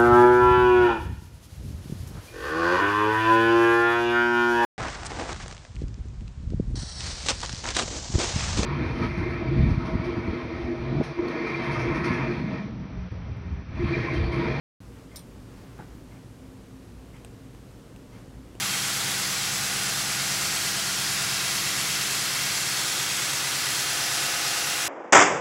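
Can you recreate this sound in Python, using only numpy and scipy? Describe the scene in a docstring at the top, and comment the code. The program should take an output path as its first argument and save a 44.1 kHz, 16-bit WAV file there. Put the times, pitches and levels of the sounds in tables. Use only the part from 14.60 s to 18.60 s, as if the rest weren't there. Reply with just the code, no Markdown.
"""A quiet room opens up: mains hum, hiss and, once a second, the faint beat of a clock.
Cloth slides, and a small screwdriver is lifted off a wooden table with one bright clink, its steel
ringing from a quick rattle of contacts. A hand bumps the wood with a dull knock. Then the tool,
damped by the fingers, ticks lightly as its tip is set on a scrap of denim."""
import sys
import numpy as np
from scipy import signal
from scipy.fft import rfft, irfft
from scipy.io import wavfile

SR = 44100
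rng = np.random.default_rng(int(sys.argv[2]) if len(sys.argv) > 2 else 0)


def waveform_to_disk(signal):
    """Save audio, clipped to [-1, 1], as 16-bit WAV at the path in sys.argv[1]."""
    frames = np.transpose(np.atleast_2d(signal))
    scaled = np.clip(frames, -1, 1) * 32767
    samples = np.round(scaled).astype(np.int16)
    wavfile.write(sys.argv[1], SR, samples)


N = 176400


def amp(db):
    """Decibels to gain."""
    return 10 ** (np.asarray(db) / 20)


def unit_rms(x):
    """Scales to rms 1."""
    return x / np.sqrt(np.mean(x ** 2) + 1e-20)


def add(mix, s, sound):
    """Mixes a sound in at s seconds."""
    part = mix[round(s * SR):][:len(sound)]
    part += sound[:len(part)]


def colour(x, eq):
    """Shapes x with an EQ curve of (f/Hz, level/dB) points; rms 1."""
    hz, db = np.transpose(eq)
    f = np.fft.rfftfreq(len(x), 1 / SR)
    gain = amp(np.interp(np.log(f + 1), np.log(hz), db))
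    return unit_rms(irfft(rfft(x) * gain, len(x)))


def noise(eq, size=N):
    """Steady noise in the colour of an EQ curve; rms 1."""
    return colour(rng.standard_normal(size), eq)


def burst(eq, t60, tail_db, tail_t60):
    """A contact: dense resonances that die quickly, then a weak room tail."""
    t = np.arange(SR // 2) / SR
    return noise(eq, size=len(t)) * np.hypot(amp(-60 * t / t60), amp(tail_db - 60 * t / tail_t60))


def ring(modes):
    """Struck modes, each dying at its own rate."""
    t = np.arange(SR // 2) / SR
    return sum(amp(db - 60 * t / t60) * np.sin(2 * np.pi * (hz * t + rng.random()))
               for hz, db, t60 in modes)


def swells(moves):
    """A smooth rise and fall for each movement of the hand."""
    t = np.arange(N) / SR
    return sum(amp(db) * np.exp(-((t - s) / half) ** 2) for s, half, db in moves)


def room_tone(crossover_hz=2190):
    """The bed: low room noise, even hiss above it and a wavering hum."""
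    # colour of the room noise: f/Hz, level/dB
    room_eq = [(12, -35), (27, -19), (40, -9), (56, -0.5), (78, -14), (98, -5), (118, -1), (142, -11),
               (172, -8), (202, -7), (228, -13), (262, -6), (281, -13.5), (301, -7), (321, -16.5),
               (342, -11.5), (362, -15.5), (388, -13), (422, -19.5), (452, -14.5), (660, -23.5), (860, -25),
               (1200, -27.5), (2200, -33)]
    # colour of the microphone hiss: f/Hz, level/dB
    hiss_eq = [(1180, 6), (2000, 1), (2500, -1.5), (2730, -1), (2950, -1), (3190, -3), (8480, -7),
               (12100, -11.5), (15800, -19.5)]
    # tones of mains and appliances: f/Hz, level/dB, width/Hz
    hum_tones = [(58.13, -55, 2.4), (118.6, -58.5, 6.6), (134.6, -61.5, 1.3), (263.6, -56.5, 8.4),
                 (470, -68.5, 4.6), (598, -73.5, 1.8), (11840, -84.5, 10)]
    f = np.fft.rfftfreq(N, 1 / SR)
    low_share = 1 / (1 + (f / crossover_hz) ** 8)
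    lows = irfft(rfft(noise(room_eq)) * np.sqrt(low_share), N)
    hiss = irfft(rfft(noise(hiss_eq)) * np.sqrt(1 - low_share), N)
    out = amp(-45.5) * lows + amp(-62) * unit_rms(hiss)
    for hz, db, width_hz in hum_tones:
        # random phases in a narrow band make the tone waver
        band = np.exp(2j * np.pi * rng.random(len(f))) / (1 + (2 * (f - hz) / width_hz) ** 2)
        out += amp(db) * unit_rms(irfft(band, N))
    return out


def clock(attack_s=0.01, t60=0.31):
    """Two soft strokes a beat, blurred by the room; the first one rings the case."""
    # beats: t/s, level/dB, gap to second stroke/s, its level against the first/dB
    beats = [(.508, 1.5, .033, 3.5), (1.508, -0.5, 0.046, -5), (2.53, 0, .018, 3), (3.522, 1, 0.021, -1.5)]
    # colour of a stroke: f/Hz, level/dB
    stroke_eq = [(300, 3), (700, 1), (1050, 1.5), (1450, -5.5), (1850, -3), (2130, -1), (2400, 0.5),
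                 (2750, -13), (3150, -2.5), (3700, -18), (6000, -17), (12000, -30)]
    # ring of the case: f/Hz, level/dB, t60/s
    case_modes = [(2090, -57, 0.25)]
    out, t = np.zeros(N), np.arange(SR // 2) / SR
    attack = np.minimum(t / attack_s, 1)
    envelope = attack * amp(-55 - 60 * t / t60)
    for s, db, gap, second_db in beats:
        add(out, s, amp(db) * (envelope * noise(stroke_eq, size=len(t)) + attack * ring(case_modes)))
        add(out, s + gap, amp(db + second_db) * envelope * noise(stroke_eq, size=len(t)))
    return out


def cloth_slides(fibres_per_s=6000, spread_db=2.5):
    """Fibres catch and slip under each slide, blending into a soft rustle."""
    # slides of hand and cloth: centre t/s, half length/s, level/dB
    slides = [(0.387, 0.12, -1), (0.75, 0.036, -4), (0.96, 0.11, 0.5), (1.22, 0.19, 1), (1.56, 0.025, -1),
              (2.957, 0.036, -6.5), (3.57, 0.057, 1)]
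    # colour of the rustle: f/Hz, level/dB
    cloth_eq = [(150, 3), (300, 9), (550, 0), (1000, 0.5), (2000, -5), (3600, -13.5), (5200, -12),
                (8000, -21), (16000, -26)]
    sizes = amp(spread_db * np.minimum(rng.exponential(1, N), 4)) * rng.standard_normal(N)
    slips = sizes * (rng.random(N) < fibres_per_s / SR)
    return amp(-56.5) * swells(slides) * colour(slips, cloth_eq)


def hand_presses():
    """The table rumbles as the hand settles and presses on it."""
    # presses: centre t/s, half length/s, level/dB
    presses = [(.69, 0.085, -50.5), (1.0, 0.074, -50.5), (1.38, 0.055, -48)]
    # colour of the pressed wood: f/Hz, level/dB
    rumble_eq = [(40, -8), (110, -6), (180, -2), (280, 1), (380, -10.5), (600, -21), (2000, -41)]
    return swells(presses) * noise(rumble_eq)


def hand_bump(attack_s=0.00048):
    """A dull, stumbling knock on the wood; the soft hand rounds each attack."""
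    # hits of the hand: t/s, level/dB
    bumps = [(1.1893, 0), (1.1935, 0), (1.2, 0), (1.2075, -0.5), (1.2225, -2.5)]
    # colour of the thud: f/Hz, level/dB
    thud_eq = [(60, -10), (160, 3), (330, 11), (520, -8), (800, 6), (1050, -8), (1280, -6), (1550, -3),
               (1850, -9), (2700, -16), (4500, -32), (10000, -55)]
    # modes of the table top: f/Hz, level/dB, t60/s
    board_modes = [(152, 3.5, 0.092), (310, -7, .05), (452, -7, 0.073), (753, -2, 0.039), (845, 0.5, 0.052),
                   (1180, -6, 0.042), (1494, -1.5, 0.038), (1670, -8, 0.044)]
    out, t = np.zeros(N), np.arange(SR // 2) / SR
    attack = 1 - np.exp(-(t / attack_s) ** 2)
    for s, db in bumps:
        thud = amp(-42) * burst(thud_eq, t60=0.04, tail_db=-10.5, tail_t60=0.23)
        body = amp(-45.5) * ring(board_modes)
        add(out, s, amp(db) * attack * (thud + body))
    return out


def screwdriver_ticks(push_t60=0.016):
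    """Tiny dry clicks, damped by the fingers, each with a low push through the cloth into the table."""
    # ticks: t/s, click level/dB, push level/dB, push f/Hz
    ticks = [(2.5668, -14.5, -67, 700), (2.648, -1, -42, 730), (2.9485, -14, -43, 800),
             (3.3622, -11, -48, 900), (3.9525, -10.5, -34, 372)]
    # colour of the contact's snap: f/Hz, level/dB
    snap_eq = [(300, 0), (1200, 9), (2000, -12), (3300, 2), (5300, -7), (9000, -6), (16000, -16)]
    # modes of the gripped tool: f/Hz, level/dB, t60/s
    gripped_modes = [(2720, 2.5, 0.0097), (3000, -4.5, 0.0083), (4000, -9, .004), (6570, -5, 0.0055),
                     (8170, -1, 0.011), (9060, -1, 0.0043), (11800, -10, .004), (13100, -13, .008),
                     (14400, -13, .004)]
    out, t = np.zeros(N), np.arange(SR // 2) / SR
    for s, db, push_db, push_hz in ticks:
        snap = amp(-37) * burst(snap_eq, t60=0.003, tail_db=-16, tail_t60=0.089)
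        choked_ring = amp(-40) * ring(gripped_modes)
        push = amp(push_db - 60 * t / push_t60) * np.sin(2 * np.pi * push_hz * t)
        add(out, s, amp(db) * (snap + choked_ring) + push)
    return out


def screwdriver_clink():
    """The tool rattles as it is lifted; every contact scrapes brightly and rings the same modes."""
    # contacts: t/s, level/dB
    contacts = [(.5596, 0.5), (.5655, -6), (.5695, -8), (.586, -23), (.592, -10.5)]
    # colour of the scrape: f/Hz, level/dB
    scrape_eq = [(1000, -35), (3000, -18), (3700, -2.5), (6100, -4), (6600, -10), (7800, -13), (8700, 0),
                 (11000, -5), (12800, -6), (14000, -3), (15200, -9), (16000, -16)]
    # modes of the freely ringing steel: f/Hz, level/dB, t60/s
    steel_modes = [(3400, -11.5, 0.19), (3750, -8, 0.082), (4102, -6, 0.17), (4600, -11, .13),
                   (4936, -3, .08), (5210, -7, .06), (5417, 1.5, 0.083), (5830, -6.5, 0.085),
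                   (6058, -6, 0.12), (6230, -8, 0.043), (7250, -2, .045), (8300, -6, 0.086),
                   (8380, -6, .08), (8930, -7, 0.12), (8910, -5, .1), (9308, -7, 0.15), (10420, -5, .085),
                   (13400, -9, .05)]
    out = np.zeros(N)
    for s, db in contacts:
        scrape = amp(-38.5) * burst(scrape_eq, t60=0.022, tail_db=-11, tail_t60=0.16)
        steel = amp(-44.5) * ring(steel_modes)
        add(out, s, amp(db) * (scrape + steel))
    return out


def scene():
    """Background, hand and tool at one close microphone."""
    background = room_tone() + clock()
    hand = cloth_slides() + hand_presses() + hand_bump()
    tool = screwdriver_ticks() + screwdriver_clink()
    return (background + hand + tool)[None]


def record(dry, start_s=0.204, cutoff_hz=15900):
    """The sound cuts in after a short silence; a steep low-pass trims the top."""
    gated = dry * (np.arange(N) / SR > start_s)
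    low_pass = signal.firwin(511, cutoff_hz, window=("kaiser", 9), fs=SR)
    return signal.oaconvolve(gated, low_pass[None], "same")


dry = scene()
out = record(dry)
waveform_to_disk(out)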